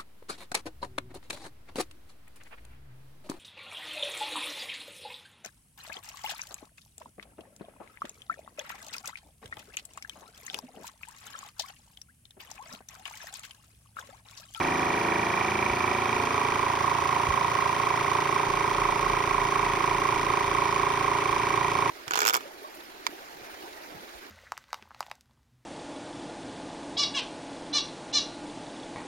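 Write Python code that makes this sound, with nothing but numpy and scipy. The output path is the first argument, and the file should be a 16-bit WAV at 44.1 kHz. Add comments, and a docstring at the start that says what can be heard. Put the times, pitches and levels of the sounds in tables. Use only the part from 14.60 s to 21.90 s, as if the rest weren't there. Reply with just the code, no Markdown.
"""Geared vacuum pump on a kitchen counter

A piston pump draws air from a bag, heard close up. Every crank turn gives knocks, valve clicks and air puffs,
made as impulses through resonances and as gated noise, with an air note, a gear whine and a falling "wow".
Levels, timing and resonances shift from free (0) to loaded (1) as the vacuum builds.
A steady mains buzz lies below; a low hum throbs in the later half and the counter is bumped twice."""
import sys
import numpy as np
from scipy import signal
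from scipy.fft import rfft, irfft, next_fast_len
from scipy.io import wavfile

SR = 44100
rng = np.random.default_rng(int(sys.argv[2]) if len(sys.argv) > 2 else 0)


def wav_out(sig):
    """Save sig, one row per channel (or a flat mono array), as 16-bit PCM at SR to the path in sys.argv[1]."""
    wavfile.write(sys.argv[1], SR, np.round(np.clip(np.atleast_2d(sig).T, -1, 1) * 32767).astype(np.int16))


N = 321930
TIME = np.arange(N) / SR


def amp(db):
    """Decibels to an amplitude factor."""
    return 10 ** (np.asarray(db) / 20)


def unit(x):
    """Scale to rms 1 over all channels together."""
    return x / np.sqrt(np.mean(x ** 2) + 1e-20)


def along(points, hz):
    """Interpolate (Hz, value) points on a log frequency axis."""
    point_hz, value = np.transpose(points)
    return np.interp(np.log(hz + 1), np.log(point_hz + 1), value)


def curves(rows):
    """One value per sample for each column after the time."""
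    seconds, *columns = np.transpose(rows)
    return [np.interp(TIME, seconds, column) for column in columns]


def filtered(x, response):
    """Multiply the spectrum of x by a complex response of frequency."""
    size = next_fast_len(N + SR // 2)
    hz = np.fft.rfftfreq(size, 1 / SR)
    return irfft(rfft(x, size) * response(hz), size)[..., :N]


def noise(spectrum):
    """Gaussian noise coloured by a (Hz, relative dB per Hz) spectrum, rms 1."""
    return unit(filtered(rng.standard_normal(N), lambda hz: amp(along(spectrum, hz))))


# Build-up of vacuum. Each row: time in seconds, load from 0 (free) to 1.
VACUUM_BUILDUP = [(0, 0.084), (.6, 0.11), (1.2, .45), (1.8, 0.76), (2.3, 0.95), (3, 0.9), (7.3, 0.9)]


def vacuum():
    """How loaded the pump is, 0-1, at each sample."""
    return np.clip(curves(VACUUM_BUILDUP)[0], 0, 1)


def loaded(pair):
    """Value between its (free, loaded) ends at each sample."""
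    free, full = pair
    return free + (full - free) * vacuum()


# Mean crank speed. Each row: time in seconds, speed in turns per second.
CRANK_SPEED = [(0, 27.344), (.5, 27.505), (.9, 27.826), (2.25, 28.047), (2.5, 28.168), (3.3, 28.419),
               (3.8, 28.495), (4.45, 28.5), (4.8, 28.217), (6, 28.269), (7.3, 28.239)]
# Rate of the early-late wander. Each row: time in seconds, rate in Hz.
HUNT_RATE = [(0, 3.4), (1.5, 4.55), (3.2, 5.25), (5.3, 5.73), (7.3, 6.3)]
START_TURN = -.302  # whole turns mark the valve click
HUNT_TURNS, HUNT_START_CYCLES = .0033, .26


def crank():
    """Crank turns at each sample: integrated mean speed plus a slight hunting of the motor."""
    hunt_cycles = HUNT_START_CYCLES + np.cumsum(curves(HUNT_RATE)[0]) / SR
    mean_turns = START_TURN + np.cumsum(curves(CRANK_SPEED)[0]) / SR
    return mean_turns + HUNT_TURNS * np.cos(2 * np.pi * hunt_cycles)


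GEAR_SPREAD = .014  # relative stretch of the contact offsets


def blows(contacts, slip_s, scatter_db, gear_db, gear_turn=.3):
    """Impulse for each contact of each turn; strength and spacing also vary over seven turns of the gears."""
    turns = crank()
    count = np.arange(len(slip_s))[:, None]
    load = np.interp(count, turns, vacuum())
    free_turn, loaded_turn, free_db, loaded_db = np.transpose(contacts)
    gear = np.cos(2 * np.pi * (count - gear_turn) / 7)
    spread = 1 + GEAR_SPREAD * np.sin(2 * np.pi * (count - .3) / 7)
    offset = spread * (free_turn + load * (loaded_turn - free_turn))
    when_s = np.interp(count + offset, turns, TIME) + slip_s
    scatter = scatter_db * rng.standard_normal(when_s.shape)
    size = amp(free_db + load * (loaded_db - free_db) + gear_db * gear + scatter)
    samples = np.clip(when_s * SR, 0, N - 1).astype(int)
    return np.bincount(samples.ravel(), size.ravel(), N)


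def puffs(train, decay_s, steady):
    """Envelope of rms 1: a swift swell and decay after each blow, over a steady part."""
    pulses = filtered(train, lambda hz: 1 / (1 + 2j * np.pi * hz * decay_s) ** 2)
    return unit(unit(pulses) + steady)


def mode_response(mode, state, hz):
    """Stereo resonance, free (state 0) or loaded (1), applied twice so that a ring swells before it dies."""
    centre_hz, width_hz, level_db = mode[state], mode[2], mode[3 + state]
    left_right_db, left_lead_rad = mode[5:]
    damping = 1j * hz * width_hz
    resonance = (damping / (centre_hz ** 2 - hz * hz + damping)) ** 2
    left = amp(left_right_db / 2) * np.exp(.5j * left_lead_rad)
    right = amp(-left_right_db / 2) * np.exp(-.5j * left_lead_rad)
    return amp(level_db) * resonance * np.array([[left], [right]])


def part(modes, train, rough, steady):
    """Blows and a little gated noise ring one part; its free and loaded ringing crossfade with the vacuum."""
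    drive = unit(train) + rough * puffs(train, 0.00066, steady) * rng.standard_normal(N)
    out = 0
    for state, share in enumerate([1 - vacuum(), vacuum()]):
        def ring(hz):
            return sum(mode_response(mode, state, hz) for mode in modes)
        out = out + unit(filtered(drive, ring)) * share
    return out


# Decay of the room. Each row: frequency in Hz, T60 in seconds.
ROOM_T60 = [(100, 0.93), (1000, 1), (10000, 0.037)]


def kitchen(x):
    """Room tail: stereo noise in which each frequency dies at its own speed, convolved with x."""
    hz, t, z = signal.stft(rng.standard_normal((2, SR // 2)), SR, nperseg=256)
    decay = amp(-60 * t / along(ROOM_T60, hz)[:, None])
    tail = signal.istft(z * decay, SR, nperseg=256)[1]
    return signal.fftconvolve(x, tail / np.linalg.norm(tail[0]), axes=1)[:, :N]


def mains_buzz():
    """Mains buzz of the motor: a steady 120 Hz sine."""
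    return amp(-50) * np.sin(2 * np.pi * 120 * TIME)


# Low hum. Each row: time in seconds, level in dB.
HUM_LEVEL = [(3.84, -52), (4.3, -43), (5.4, -47.5), (6.2, -51), (7.3, -59)]


def hum():
    """Two close low tones that throb against each other."""
    since = TIME - 3.9
    low = np.cos(2 * np.pi * 36.38 * since + .3)
    low = low + .7 * np.cos(2 * np.pi * 39.91 * since - .5)
    fade_in = np.clip((TIME - 3.84) / 0.048, 0, 1)
    return amp(curves(HUM_LEVEL)[0]) * fade_in * unit(low)


# Pushes on the counter. Each row: start in seconds, level before decay in dB, starting pitch in Hz.
COUNTER_BUMPS = [(1.102, -30, 79.2), (2.6877, -22.5, 113)]
BUMP_T60_S, BUMP_ATTACK_S, BUMP_SAG_PER_S = 0.12, 0.00089, 17


def bumps():
    """Dull bumps of the counter: short decaying sines that fall in pitch."""
    out = np.zeros(N)
    for start_s, level_db, start_hz in COUNTER_BUMPS:
        t = np.clip(TIME - start_s, 0, None)
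        envelope = amp(level_db - 60 * t / BUMP_T60_S) * (1 - np.exp(-t / BUMP_ATTACK_S))
        out += envelope * np.sin(2 * np.pi * start_hz * t / (1 + BUMP_SAG_PER_S * t))
    return out


def stereo(mid, side):
    """Mid and side to left and right."""
    return np.array([mid + side, mid - side])


# Spectrum of the case rattle. Each row: frequency in Hz, relative level in dB per Hz.
RATTLE_SPECTRUM = [(15, -57), (25, -12), (45, -8), (60, -2.5), (100, 4), (135, -1), (236, 1), (397, 7.5),
                   (485, -1), (642, -4.5), (1080, 8), (1710, -4), (2310, -18), (3000, -38), (6600, -120)]


def rattle():
    """Loose rattle of the case: steady low noise, mostly in the middle."""
    return stereo(amp(-37.5) * noise(RATTLE_SPECTRUM), amp(-48) * noise(RATTLE_SPECTRUM))


# Spectra of the hiss, middle and side. Each row: frequency in Hz, relative level in dB per Hz.
HISS_MID = [(1530, -1), (2600, 4.5), (2910, -1), (3260, 1), (3900, -5.5), (4900, -4.5), (5350, -2.5),
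            (5800, -6), (6430, -6.5), (7210, -37), (9040, -9.5), (10200, -16.5), (11700, -15), (13700, -42),
            (15100, -23), (15800, -24)]
HISS_SIDE = [(1530, -61), (2600, 4), (4000, -11), (4380, -3.5), (4980, -16), (6200, -4), (6730, -5.5),
             (9110, -13), (10400, -32), (11700, -21), (13500, -12), (15800, -27)]
# Puffs of one turn. Each row: free and loaded place in turns after the click, free and loaded relative dB.
PUFFS = [(0.039, -0.057, 0.5, 7.4), (0.4, 0.462, 3.8, 8.9), (0.56, 0.64, 3.2, 3), (-0.31, -0.304, 2.5, 1.4)]


def air(slip_s):
    """Hiss through the valves: coloured noise that puffs with the stroke."""
    gate = puffs(blows(PUFFS, slip_s, scatter_db=1.5, gear_db=-0.6), decay_s=0.0016, steady=1.6)
    return stereo(amp(-39.0) * gate * noise(HISS_MID), amp(-43.0) * gate * noise(HISS_SIDE))


MESH_TEETH_PER_TURN, MESH_FASTEST_TURN = 170 / 7, -.04
MESH_SWING = 4.76  # pitch swing, multiples of the crank rate
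MESH_BASE_DB = (-47.5, -46.5)  # (free, loaded), before the left and right gains


def gears():
    """Gear teeth whine at a pitch that swings up and down once a turn."""
    shaft = 2 * np.pi * crank()
    angle = MESH_TEETH_PER_TURN * shaft + MESH_SWING * np.sin(shaft - 2 * np.pi * MESH_FASTEST_TURN)
    left_right_gain_db = np.array([[1.8], [4]])
    level = amp(loaded(MESH_BASE_DB) + left_right_gain_db)
    return level * np.cos(angle + np.array([[-.35], [.35]]))


# Air note round the stroke. Each row: place in turns after the click, free and loaded pitch in Hz,
# free and loaded relative level in dB.
AIR_NOTE = [(.04, 2205, 2297, -66, -49), (.1, 2056, 2134, -58, -49.5), (.25, 1740, 1694, -34.5, -47),
            (.4, 1360, 1302, -34, -38), (.47, 1160, 1503, -41, -33), (.54, 970, 1950, -32, -44),
            (.57, 950, 1940, -65, -43), (.58, 1860, 1950, -59, -31), (.63, 1870, 2010, -60, -35.5),
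            (.8, 2210, 2320, -55, -39.5), (0.879, 2310, 2450, -65, -62)]
CYLINDER_WIDTH_HZ = 52
CYLINDER_CLEAR = 4  # steady part of the note over its breath


def cylinder():
    """Air in the cylinder sings a breathy note whose pitch falls on the draw and rises on the return."""
    turns = crank()
    place, *columns = np.transpose(AIR_NOTE)
    free_hz, loaded_hz, free_db, loaded_db = [np.interp(turns % 1, place, c) for c in columns]
    breath = filtered(rng.standard_normal((2, N)), lambda hz: 1 / (1 + (hz / CYLINDER_WIDTH_HZ) ** 2))
    breath = breath / np.std(breath)
    angle = 2 * np.pi * np.cumsum(loaded([free_hz, loaded_hz])) / SR
    angle = angle - angle[np.searchsorted(turns, np.floor(turns))]  # phase restarts each turn
    note = unit((breath[0] + CYLINDER_CLEAR) * np.cos(angle) + breath[1] * np.sin(angle))
    return amp(loaded([free_db, loaded_db]) + np.array([[-1.5], [1.5]])) * note


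# Rasp resonances. Each row: free and loaded pitch in Hz, width in Hz, free and loaded relative dB,
# left-right in dB, left lead in rad.
RASP_MODES = [(3200, 3200, 470, 0, 1, -2.8, 0), (3850, 3780, 270, 0, -3.2, -4.2, 0)]
# Rasp contacts. Each row: free and loaded place in turns after the click, free and loaded relative dB.
RASP_CONTACTS = [(.45, .46, -5, -2.5), (.53, 0.58, -2, 8), (-.33, -0.2, -4, -1), (-.22, -.2, 5, -15)]


def rasp(slip_s):
    """Rasp: rough blows ring two high resonances."""
    train = blows(RASP_CONTACTS, slip_s, scatter_db=1, gear_db=.5)
    return amp(loaded((-50, -55))) * part(RASP_MODES, train, rough=.3, steady=.1)


# Whine resonance. Each row: free and loaded pitch in Hz, width in Hz, free and loaded relative dB,
# left-right in dB, left lead in rad.
WHINE_MODES = [(1890, 1934, 175, 0, 0, -0.33, 0)]
# Whine contacts. Each row: free and loaded place in turns after the click, free and loaded relative dB.
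WHINE_CONTACTS = [(.58, .585, 0, -3), (.11, .115, -3, -5), (-.06, -.06, -3, -9), (-.24, -.24, -6, -10),
                  (.5, .5, -8, -8)]


def whine(slip_s):
    """Whine: quick blows ring a single resonance."""
    train = blows(WHINE_CONTACTS, slip_s, scatter_db=.9, gear_db=.4)
    return amp(-40.0 - 2.3 * vacuum()) * part(WHINE_MODES, train, rough=.1, steady=.6)


# Base resonance. Each row: free and loaded pitch in Hz, width in Hz, free and loaded relative dB,
# left-right in dB, left lead in rad.
BASE_MODES = [(959, 918, 80, 0, 0, -4.5, -1.5)]
# Base contacts. Each row: free and loaded place in turns after the click, free and loaded relative dB.
BASE_CONTACTS = [(-.27, -.19, 0, -8), (.24, .25, -4, -8), (.58, .57, -3, -10)]


def base(slip_s):
    """Base: knocks ring its one resonance."""
    train = blows(BASE_CONTACTS, slip_s, scatter_db=.5, gear_db=1.8, gear_turn=1.1)
    return amp(loaded((-38.5, -34))) * part(BASE_MODES, train, rough=.1, steady=.6)


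# Case resonances. Each row: free and loaded pitch in Hz, width in Hz, free and loaded relative dB,
# left-right in dB, left lead in rad.
CASE_MODES = [(1091, 1101, 177, 7.5, 3.5, -14.5, -0.083), (1225, 1240, 55, -13, -0.5, 12, -0.58),
              (1402, 1600, 86, 5.5, -3.5, 0, 0.53)]
# Case contacts. Each row: free and loaded place in turns after the click, free and loaded relative dB.
CASE_CONTACTS = [(-.27, -.2, -3, -5), (.38, .3, -6, -9), (.58, .56, -5, -10)]


def case(slip_s):
    """Plastic case: knocks ring its resonances."""
    train = blows(CASE_CONTACTS, slip_s, scatter_db=.5, gear_db=1.8, gear_turn=-.6)
    return amp(loaded((-38, -34.5))) * part(CASE_MODES, train, rough=.1, steady=.6)


# Lid resonances. Each row: free and loaded pitch in Hz, width in Hz, free and loaded relative dB,
# left-right in dB, left lead in rad.
LID_MODES = [(590, 604, 119, -3.5, 1.7, -0.42, -1.22), (739, 723, 172, 0.5, 2.2, 1, -0.8)]
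# Lid contacts. Each row: free and loaded place in turns after the click, free and loaded relative dB.
LID_CONTACTS = [(.12, -.008, 8.5, -.5), (.332, .351, 1.5, .5), (.49, .57, 5, 2.8), (-.22, -.201, 4, -7.7)]


def lid(slip_s):
    """Lid: knocks ring its low resonances."""
    train = blows(LID_CONTACTS, slip_s, scatter_db=1.1, gear_db=.6)
    return amp(-38.5 - 1.8 * vacuum()) * part(LID_MODES, train, rough=.2, steady=.8)


# Valve resonances. Each row: free and loaded pitch in Hz, width in Hz, free and loaded relative dB,
# left-right in dB, left lead in rad.
VALVE_MODES = [(2330, 2328, 218, 17, 18, -5, 0), (5370, 3700, 130, -38, -8.5, -40, 0.025),
               (9450, 8790, 580, -37, -8.5, -1, 0.18), (5300, 4800, 180, -32, -17, -2, 0)]
# Valve contacts. Each row: free and loaded place in turns after the click, free and loaded relative dB.
VALVE_CONTACTS = [(-.03, -0.052, 8, 1), (0.26, 0.27, -4, -5), (0.471, 0.51, -6, -26),
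                  (-.23, -0.21, -9, -11), (.07, .07, -10, -18)]
# Slow level changes. Each row: time in seconds, extra level of the upper throb in dB, valve level in dB.
THROB_AND_VALVE_LEVEL = [(0, -1.5, -41), (1.1, -1.5, -36.5), (1.9, 0, -37), (2.15, -5, -42),
                         (2.8, -5, -39.5), (3.7, 0, -38.5), (7.3, 0.5, -37)]


def valve(slip_s):
    """Valve: sharp clicks ring its high resonances."""
    train = blows(VALVE_CONTACTS, slip_s, scatter_db=.6, gear_db=.9)
    return amp(curves(THROB_AND_VALVE_LEVEL)[1]) * part(VALVE_MODES, train, rough=.1, steady=.6)


# Times of the five stages of the building vacuum, in seconds.
STAGES_S = [.1, .5, 1, 1.6, 2.6]
# Throb harmonics. Each row: multiple of the crank rate, then relative level in dB at each of the five stages.
THROB_HARMONICS = [(2, -11, -23, -22, -23, -21), (3, -6.5, -8.5, -5.5, -6, -9),
                   (4, -14, -8, -4, -4.5, -5.5), (5, -9, -15, -8, -7, -4.5), (6, -1.5, -2.5, -9, -15, -9.5),
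                   (7, -5, -3, -4, -18, -17.5), (8, -12, -4, -3.5, -5.5, -20.5), (9, -1, -7, -7, -5, -13.5),
                   (10, 3.5, -5, -9, -0.5, -10.5), (11, -2, -17, -14, -14, -8),
                   (12, -0.5, 5.5, -4, -10, -5), (13, 5, 2.5, 3.5, 2.5, -4), (14, 3, -5, 2.5, -2, 2),
                   (15, -3, 4, -8, 1, -1.5), (16, -9, 2, -14, 0.5, -12.5), (17, -9, -13, -24, -13, -21)]
# each (free, loaded): turns after the click, push over pull
PUSH_TURN, PULL_TURN, PUSH_SHARE = (-.065, .02), (.155, .145), (1.2, .5)
REBOUND_TURNS = .43  # advance of the group of harmonics 8-11 under full load


def chest():
    """Piston push and pull once a turn: crank harmonics phased by those two moments."""
    step = 64  # slow curves are computed on a coarse grid
    coarse_s = TIME[::step]
    turns, load = crank(), vacuum()
    upper_db = curves(THROB_AND_VALVE_LEVEL)[0][::step]
    push, pull, share = (loaded(pair)[::step] for pair in (PUSH_TURN, PULL_TURN, PUSH_SHARE))
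    out = 0
    for k, *stages_db in THROB_HARMONICS:
        hollow = np.clip((k - 7) / 4, 0, 1)  # upper harmonics live in the hollow of the housing
        level_db = np.interp(coarse_s, STAGES_S, stages_db) + hollow * upper_db - 39
        lean = amp(np.array([[1.2], [-1.2]]) * hollow)
        both = share * np.exp(-2j * np.pi * k * push) - np.exp(-2j * np.pi * k * pull)
        phase = np.interp(TIME, coarse_s, np.unwrap(np.angle(both)))
        if k > 7:
            phase = phase - 2 * np.pi * REBOUND_TURNS * load * max(12 - k, 0)
        level = np.interp(TIME, coarse_s, amp(level_db))
        out = out + lean * (level * np.cos(2 * np.pi * k * turns + phase))
    return out


# pairs are (free, loaded) unless noted
WOW_START_TURN, WOW_END_TURN = (.05, -.045), (.17, .2)  # after the click
WOW_START_HZ, WOW_END_HZ, WOW_MEAN_DB = (1074, 1137), (960, 962), (-17.5, -14)
WOW_ATTACK_TURNS, WOW_RELEASE_TURNS = .03, .018
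WOW_LEFT_DB, WOW_LEFT_LEAD_RAD = (-16, -6.5), (-0.26, -1.16)  # left against right at (start, end)
WOW_GEAR_DB, WOW_SCATTER_DB, WOW_SCATTER_RAD = 1.3, .5, .2
WOW_DROP, WOW_DROP_SWING, WOW_STEEP = .52, .13, 2.8  # drop: where in the burst the pitch falls, 0-1
WOW_LATEST_TURN = 5.8  # of seven, drop falls latest
WOW_DIP_HZ, WOW_DIP_WIDTH_HZ, WOW_DIP = 1032, 70, .45


def wow():
    """Main stroke drives the case in a burst that slides down in pitch, varying over seven turns."""
    turns = crank()
    count = np.floor(turns + .3).astype(int)
    since = turns - count - loaded(WOW_START_TURN)
    length = loaded(WOW_END_TURN) - loaded(WOW_START_TURN)
    way = np.clip(since / length, 0, 1)
    drop = WOW_DROP + WOW_DROP_SWING * np.cos(2 * np.pi * (count - WOW_LATEST_TURN) / 7)
    glide = .5 + .5 * np.tanh(WOW_STEEP * (way - drop))
    pitch_hz = loaded(WOW_START_HZ) * (1 - glide) + loaded(WOW_END_HZ) * glide
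    angle = 2 * np.pi * np.cumsum(pitch_hz) / SR
    chance = rng.standard_normal((count.max() + 2, 2))[count]
    # phase is aligned here in every burst, apart from the scatter
    middle = np.clip(np.searchsorted(turns, count + .08), 0, N - 1)
    angle = angle - angle[middle] + WOW_SCATTER_RAD * chance[:, 0]
    release = np.exp(-np.clip(since - length, 0, None) / WOW_RELEASE_TURNS)
    shape = np.clip(since / WOW_ATTACK_TURNS, 0, 1) * release
    gear_db = WOW_GEAR_DB * np.cos(2 * np.pi * count / 7)
    level_db = loaded(WOW_MEAN_DB) + gear_db + WOW_SCATTER_DB * chance[:, 1]
    left_db, left_lead = (a + (b - a) * way for a, b in (WOW_LEFT_DB, WOW_LEFT_LEAD_RAD))
    left, right = amp(left_db) * np.cos(angle + left_lead), np.cos(angle)
    burst = amp(level_db) * shape * np.array([left, right])

    def case_dip(hz):
        """The case radiates less between its two rings."""
        damping = 1j * hz * WOW_DIP_WIDTH_HZ
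        return 1 - WOW_DIP * damping / (WOW_DIP_HZ ** 2 - hz * hz + damping)
    return filtered(burst, case_dip)


def pump(slip_s):
    """Ringing parts, gear whine, air note and main stroke of the machine."""
    parts = rasp(slip_s) + whine(slip_s) + base(slip_s) + case(slip_s) + lid(slip_s) + valve(slip_s)
    return gears() + cylinder() + parts + wow()


def scene():
    """Machine, its room and the low sounds around it."""
    # each turn's blows fall a little early or late
    slip_s = .00004 * rng.standard_normal((int(crank()[-1]) + 1, 1))
    machine = pump(slip_s)
    room = amp(-16) * kitchen(machine)
    low = mains_buzz() + hum() + bumps()
    return room + low + rattle() + air(slip_s) + chest() + machine


def record(dry):
    """Band limit: nothing passes from 15830 Hz up."""
    return filtered(dry, lambda hz: hz < 15830)


dry = scene()
out = record(dry)
wav_out(out)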